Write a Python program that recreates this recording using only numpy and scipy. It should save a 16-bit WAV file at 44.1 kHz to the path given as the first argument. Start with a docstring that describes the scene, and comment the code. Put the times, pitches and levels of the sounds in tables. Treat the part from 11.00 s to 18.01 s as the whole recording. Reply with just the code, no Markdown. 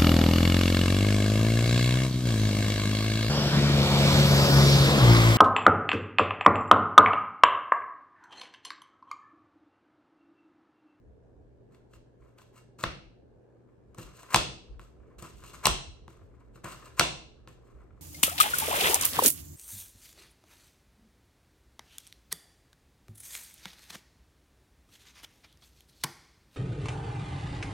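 """A low wash and a mains hum open the scene, in a small wooden workshop where arms rest on a bench.
A steel hand tool is then worked on a leather strap on a board: it is set down, drags and creaks
through the fibres, breaks through with a crack, knocks the board and is lifted.
Clicks and stick-slip excite damped modes of tool and board; the bench booms under each blow and
wobbles in low swells; sparse decaying echoes let the room ring on."""
import sys
import numpy as np
from scipy import signal
from scipy.io import wavfile
from scipy.ndimage import uniform_filter1d

SR = 44100
rng = np.random.default_rng(int(sys.argv[2]) if len(sys.argv) > 2 else 0)


def put_to_file(sound):
    """Save the sound as 16-bit audio at rate SR, in the file named by the first command-line argument."""
    columns = np.atleast_2d(sound).T  # one column per channel
    safe = np.clip(columns, -1, 1)
    whole_steps = np.round(safe * 32767)
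    wavfile.write(sys.argv[1], SR, whole_steps.astype(np.int16))


N = 309141  # length in samples

# Spectral shape of the room noise. Each row: frequency in Hz, relative density in dB per Hz.
WASH_SHAPE = [(15, -26.5), (25, -16.5), (53, -14), (123, -5), (166, -12), (229, -8.5), (317, -9),
              (427, -6.5), (591, -14.5), (1260, -33), (1700, -30), (1840, -38), (3520, -46), (8140, -52),
              (16000, -69.5)]
# Likeness of the noise at the two ports. Each row: frequency in Hz, likeness left to right (0 to 1).
PORT_LIKENESS = [(60, 0.31), (240, 0.39), (950, 0.14), (3770, 0.05), (15000, 0.11)]
# Reverberation time of the room. Each row: frequency in Hz, time to fall by 60 dB in seconds.
ROOM_T60 = [(60, 0.53), (160, 0.61), (420, 0.51), (1100, 0.4), (1900, .42), (2800, 0.5), (3500, 0.47),
            (4300, 0.51), (6000, .46), (8500, 0.39), (12000, 0.21), (15000, 0.19)]
# What the walls return. 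Each row: frequency in Hz, relative level in dB.
WALL_RETURN = [(60, 2.5), (300, 4.5), (700, 1), (1100, -5.5), (1900, -1), (2800, 2), (3500, 3.5),
               (4300, 0.5), (6000, 0), (9000, -2.5), (12000, -2.9), (15000, -6)]
# Modes of the heavy bench top. Each row: frequency in Hz, width in Hz, relative level in dB.
BENCH_MODES = [(70, 90, -11.5), (141, 15, -3), (185.6, 53, 5), (261, 63, 1), (327.4, 20, -4),
               (357.3, 20, -11.5), (487.8, 56, -2.5)]
# Swells of the low bench wobble, some after blows, others mere random wavering.
# Each row: time of the peak in seconds, level in dB.
WOBBLE_SWELLS = [(0.37, -61), (0.959, -56.5), (1.208, -57), (1.87, -39.5), (2.07, -62.5), (2.891, -59),
                 (3.051, -48), (3.38, -35), (3.5, -47.5), (3.71, -40.5), (3.77, -49), (4.0, -51),
                 (4.179, -50.5), (4.35, -51), (4.7, -29), (4.88, -44), (5.02, -52), (5.23, -54),
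                 (5.66, -60), (6.04, -41.5), (6.25, -56), (6.42, -59), (6.749, -50.5), (6.93, -60)]
# Resting arms never keep quite still. Each row: time in seconds, mean level in dB.
RESTING_ARMS = [(0, -60.5), (1.1, -67.5), (2.8, -69), (4.4, -59.5), (7.01, -60)]
# Modes of tool and board ringing together. Each row: frequency in Hz, width in Hz, relative level in dB.
TOOL_MODES = [(692, 200, -1), (827, 210, -9), (1049, 203, 6), (1318, 186, 3.5), (1633, 410, 2),
              (1920, 620, -26.5), (2090, 483, 2), (2709, 280, -2.5), (3385, 230, -11), (4048, 710, 1.5),
              (4900, 1100, 2), (5720, 770, 0), (5800, 730, -26.5), (6520, 800, -2.5), (8200, 1300, 8.5),
              (9200, 2400, -31.5), (12400, 1600, 2), (12900, 1200, -11), (15500, 900, -22.5)]
# Faint rustle of strap and hands between strokes. Each row: time in seconds, relative level in dB.
RUSTLE = [(0, -115), (2.4, -115), (2.55, -104), (2.95, -97), (3.9, -95.5), (4.12, -90), (4.2, -100),
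          (5.2, -97.5), (6.8, -100), (6.92, -94.5), (7.01, -92.5)]
# The blade catches and drags. Each row: time of the peak in seconds, swell in seconds,
# relative level in dB, fade in dB per second, treble against the body in dB.
DRAGS = [(0.73, .04, -87.5, 199.5, -2), (0.938, 0.043, -81, 420, 1.5), (1.228, 0.049, -87.5, 110.5, -5.5),
         (1.384, .018, -80, 185.5, 1.7), (1.572, 0.047, -76, 431, 2.5), (1.789, 0.0064, -70.5, 90, 0.2),
         (2.984, 0.015, -68, 173, 0.1), (3.15, .08, -83, 61, 4), (3.192, 0.012, -79, 499, 3),
         (3.231, .004, -69, 601, -5.5), (3.29, 0.018, -77, 61, -5), (3.304, .004, -70.5, 100.5, -2),
         (3.803, .006, -81, 230.5, 3.5), (4.186, .004, -76, 360.5, 8), (4.224, 0.0099, -69, 159.5, 1.5),
         (4.4, .08, -84, 61, 5.5), (4.439, .004, -78.5, 47.5, 3), (4.535, 0.0036, -73.5, 231.5, -1.7),
         (5.088, .006, -83, 119.5, -2), (5.41, 0.069, -87, 188, -10), (5.56, 0.025, -78.5, 600.5, 2.8),
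         (5.644, .01, -60.5, 150.5, -3.1), (5.71, 0.058, -75, 301.5, 3.5), (5.844, .058, -76.5, 99, 0.5),
         (6.483, .006, -76.5, 299, 2), (6.67, .06, -87, 100, -4), (6.79, 0.027, -91, 250.5, -16.5)]
# Blows of the tool. Each row: start in seconds, edge level in dB, then knock, body and sparkle
# in dB against the edge, and the push into the bench in dB.
BLOWS = [(0.746, -57, -18.5, -19.5, -17, -79), (0.935, -54.5, -33.5, 0, -25.5, -56),
         (1.385, -52, -6.5, -16, -17.5, -71), (1.416, -52, -4, -20, -28, -80.5),
         (1.787, -71, 11, 11.5, 6.5, -50.5), (1.837, -20, -5, 2, -14.5, -31.5),
         (2.946, -59, 6, -1.5, 4.5, -57), (2.984, -51, 3, -10.5, 7.5, -38),
         (3.231, -60.5, 11, 10.5, 10.5, -73.5), (3.344, -8, -8.5, -8.5, -9, -25),
         (3.359, -16.5, 0, -11, -1, -42.5), (3.794, -54.5, 7, 5, -3, -51.5),
         (4.183, -67.5, 5.5, 7, 1.5, -53.5), (4.224, -53, 4, 0.2, 12, -41),
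         (4.437, -52.5, 3.5, -2.1, 0.3, -53), (4.533, -56.5, 3, -10, -1.7, -51.5),
         (4.655, -8.5, -12, -13.5, -7.5, -33), (4.668, -17.5, 4, -10, 3, -30),
         (5.079, -53, 4.5, 5, -7, -48.5), (5.557, -77, 12, 25.5, 4, -53), (5.644, -49, 6.5, 2, 6, -38.5),
         (5.995, -8.5, -13, -10, -6, -26.5), (6.008, -20, 6.5, 0, -20.5, -35),
         (6.474, -50, 1.4, 2.5, -11, -49.5)]
# Where the colours of a blow lie: knock, body, edge and sparkle, each a frequency in Hz.
COLOUR_HZ = [1040, 1400, 3300, 9000]
# Fibres part one after another. Each row: delay as a share of SPREAD_S, relative level in dB.
SNAPS = [(0, -1.5), (0.448, 4), (1.098, -3), (1.9, -5)]

WASH_DB, HUM_HZ, HUM_DB = -60, 119.7, -65
WOBBLE_HZ = 56.2  # mean pitch of the bench rocking on its legs
WOBBLE_SWELL_S, WOBBLE_FADE_DB_PER_S, REST_SWAY_DB = 0.03, 230, 3
SWELL_DB = 23.5  # depth from which a drag or a wobble swells
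RUSTLE_TREBLE_DB, RUSTLE_SWAY_DB = -12, 2.5  # treble against body; rms sway
CRACK_DB = -26  # a short soft swell leads into any blow whose edge is above this
LEAD_IN_S, LEAD_IN_DB, LEAD_IN_TREBLE_DB = 0.028, -41.5, -2.1  # swell; against edge; treble against body
DRAG_AIR_DB = 5.5  # fine slips bring out the modes above 10 kHz
SPREAD_S = .0013  # time scale on which a crack runs through
LEFT_DB = 1.16  # the tool is a little to the left: up at the left port, down at the right
CEILING = .9  # peaks are rounded off from half this level and never pass it
EDGE_HZ = 16200  # upper band limit


def gain_of(db):
    """Logarithmic level: decibels become an amplitude factor."""
    return 10 ** (np.asarray(db) / 20)


def evened(x):
    """Normalisation of power: scales a signal to rms 1."""
    return x / np.sqrt(np.mean(x ** 2) + 1e-20)


def read(points, hz):
    """Interpolation along a logarithmic frequency axis."""
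    f, value = np.transpose(points)
    return np.interp(np.log(hz + 1), np.log(f + 1), value)


def drift(shape, size):
    """Low-pass noise: two running means leave a slow random wander of rms 1."""
    once = uniform_filter1d(rng.standard_normal(shape), size)
    return evened(uniform_filter1d(once, size))


def swell_fade(s, db, swell_s, fade):
    """Exponential envelope: a level swells up to db at s, then fades by so many dB a second."""
    t = np.arange(N) / SR - s
    early = np.where(-t > swell_s, 4, 1)  # ahead of the swell, four times as deep in dB
    drop_db = np.where(t > 0, fade * t, -t * early * SWELL_DB / swell_s)
    return gain_of(db - drop_db)


def ring(modes, seconds, phase=0.):
    """Impulse response of a modal body: a row of dying sines, each swelling within a cycle."""
    hz, width, db = np.transpose(modes)[:, :, None]
    t = np.arange(round(seconds * SR)) / SR
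    envelope = gain_of(db) * (1 - np.exp(-2.5 * hz * t)) * np.exp(-np.pi * width * t)
    return envelope * np.sin(2 * np.pi * hz * t + phase)


def wash():
    """Diffuse noise: shaped random spectra with drifting patches, plus a slightly wavering hum."""
    frames, hz = N // 512 + 5, np.fft.rfftfreq(1024, 1 / SR)
    a, b, c, d, patches = rng.standard_normal((frames, 513, 5)).T
    patches = uniform_filter1d(patches, 10, 0)  # across frequency
    patches = evened(uniform_filter1d(patches, 7, 1))  # along time
    same = np.clip(read(PORT_LIKENESS, hz), -1, 1)[:, None]
    left = a + 1j * b
    right = same * left + np.sqrt(1 - same ** 2) * (c + 1j * d)
    spectra = np.array([left, right])
    spectra *= gain_of(read(WASH_SHAPE, hz)[:, None] + 1.4 * patches)
    noise = signal.istft(spectra, nperseg=1024, noverlap=512)[1][:, :N]
    waver_db = 1.2 * evened(uniform_filter1d(rng.standard_normal(N), 6000))
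    hum_level = np.sqrt(2) * gain_of(HUM_DB + waver_db)
    hum = hum_level * np.sin(2 * np.pi * HUM_HZ * np.arange(N) / SR)
    return gain_of(WASH_DB) * evened(noise) + hum


def room(paths):
    """Reverberation: sparse echoes of random sign, each band dying at its own speed, bass alike at both ports."""
    taps = np.zeros((3, 2, 30000))  # path, port, sample
    at = np.arange(50, 29988, 12)
    at = at + rng.integers(0, 12, (3, 2, len(at)))
    np.put_along_axis(taps, at, rng.choice([-1., 1.], at.shape), 2)
    hz, t, z = signal.stft(taps, SR, nperseg=256)
    same = np.clip(1 - hz / 700, 0, .95)[:, None]
    z[:, 1] = same * z[:, 0] + np.sqrt(1 - same ** 2) * z[:, 1]
    decay_db = 60 * t / read(ROOM_T60, hz)[:, None]
    tail = signal.istft(z * gain_of(read(WALL_RETURN, hz)[:, None] - decay_db), SR, nperseg=256)[1]
    tail = np.float32(tail / np.linalg.norm(tail[0, 0]))
    return signal.fftconvolve(np.float32(paths[:, None]), tail, axes=2).sum(0)[:, :N]


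def bench():
    """Forced vibration: pushes make the heavy top boom; a low wobble swells at a wandering pitch."""
    s, push_db = np.transpose(BLOWS)[[0, -1]]
    push = np.zeros(N)
    push[(s * SR).astype(int)] = gain_of(push_db)
    boom = signal.oaconvolve(push, ring(BENCH_MODES, 0.34).sum(0))[:N]
    hz = WOBBLE_HZ * (1 + .26 * drift((2, N), 600))
    alike, unlike = np.sin(2 * np.pi * np.cumsum(hz, axis=1) / SR)
    shake = evened(alike + 0.51 * unlike * [[1], [-1]])  # the second wobble is opposed at the ports
    rest_db = np.interp(np.arange(N) / SR, *np.transpose(RESTING_ARMS))
    rest = gain_of(rest_db + REST_SWAY_DB * drift(N, 3000))
    swells = sum(swell_fade(s, db, WOBBLE_SWELL_S, WOBBLE_FADE_DB_PER_S) for s, db in WOBBLE_SWELLS)
    return boom, shake * (rest + swells)


def heard(phase, turn=0):
    """Directional radiation: each mode at the left port, the right port and along three paths into the room."""
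    left = ring(TOOL_MODES, .016, phase)
    # the right port meets the treble from another angle
    lag = 0.43 * np.log2(np.array(TOOL_MODES)[:, :1] / 600)
    right = ring(TOOL_MODES, .016, phase - lag)
    # neighbouring modes, and snaps that follow each other, radiate to different walls
    wall = (np.arange(len(TOOL_MODES))[:, None] + turn) % 3
    to_walls = [left * (wall == k) for k in range(3)]
    return np.array([left * gain_of(LEFT_DB), right / gain_of(LEFT_DB), *to_walls])


def pressure():
    """Friction load in body and treble: rustle, catches of the blade and lead-ins; a crack frees the blade."""
    t = np.arange(N) / SR
    rustle_db = np.interp(t, *np.transpose(RUSTLE)) + RUSTLE_SWAY_DB * drift(N, 2500)
    level = gain_of(rustle_db + np.array([[0], [RUSTLE_TREBLE_DB]]))
    lead_ins = [(s, LEAD_IN_S, db + LEAD_IN_DB, 0, LEAD_IN_TREBLE_DB)
                for s, db, *_ in BLOWS if db > CRACK_DB]
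    for s, swell_s, db, fade, treble_db in DRAGS + lead_ins:
        # the next crack ends the drag
        freed = min([crack[0] for crack in lead_ins if crack[0] >= s] + [t[-1]])
        level += swell_fade(s, db, swell_s, fade) * gain_of([[0], [treble_db]]) * (t <= freed)
    return level


def drag(slips_per_s=3000, spread_db=1.0):
    """Stick-slip: dense uneven clicks in clumps, one stream driving the body modes and one the treble."""
    clumps = gain_of([[3.5], [3.5]]) ** evened(uniform_filter1d(rng.standard_normal((2, N)), 500))
    size = gain_of(spread_db * np.minimum(rng.exponential(1, (2, N)), 4))
    size = size * rng.choice([-1., 1.], (2, N))
    slips = evened(clumps * size * (rng.random((2, N)) < slips_per_s / SR))
    body, treble = uniform_filter1d(pressure(), size=60) * slips
    hz = np.array(TOOL_MODES)[:, 0]
    modes = heard(np.pi * np.arange(len(TOOL_MODES))[:, None])  # neighbours in opposite phase
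    modes = modes * gain_of(DRAG_AIR_DB * (hz[:, None] > 10000))
    high = hz > 2400
    body_rung = signal.oaconvolve(body[None], modes[:, ~high].sum(1))
    treble_rung = signal.oaconvolve(treble[None], modes[:, high].sum(1))
    return (body_rung + treble_rung)[:, :N]


def blows():
    """Dispersion: bending waves outrun each other, so each snap sweeps down from treble modes to knock."""
    hz = np.array(TOOL_MODES)[:, 0]
    late = np.sqrt(1000 / hz)  # low modes travel slower
    out = np.zeros((5, N + SR))
    chance = rng.random((len(BLOWS), len(SNAPS), 2, len(TOOL_MODES), 1))
    for (s, db, knock_db, body_db, sparkle_db, _), draws in zip(BLOWS, chance):
        colour = np.transpose([COLOUR_HZ, [knock_db, body_db, 0, sparkle_db]])
        strength = gain_of(db + read(colour, hz))[:, None]
        for turn, ((delay, snap_db), (phase, scatter)) in enumerate(zip(SNAPS, draws)):
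            snap = gain_of(snap_db - 3.4 * delay * late)[:, None]
            modes = heard(2 * np.pi * phase, turn) * strength * snap
            start = s + SPREAD_S * (delay + 0.59 * late + .3 * scatter[:, 0])
            for k, at in enumerate((start * SR).astype(int)):
                out[:, at:at + modes.shape[2]] += modes[:, k]
    return out[:, :N]


def scene():
    """Superposition: tool and bench, their echo in the room, and the background."""
    boom, shake = bench()
    tool = blows() + drag()
    echo = gain_of(-6.0) * room(tool[2:] + .6 * boom)
    return tool[:2] + boom + echo + shake + wash()


def record(dry):
    """Transducer limits: a small microphone without deep bass, rounded peaks, then the band limit."""
    thin = signal.sosfilt(signal.butter(2, 30, "highpass", fs=SR, output="sos"), dry)
    over = np.maximum(abs(thin) - CEILING / 2, 0)
    held = thin - np.sign(thin) * (over - CEILING / 2 * np.tanh(2 * over / CEILING))
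    band = signal.firwin(511, EDGE_HZ, window=("kaiser", 9), fs=SR)
    return signal.oaconvolve(held, band[None], "same")


dry = scene()
out = record(dry)
put_to_file(out)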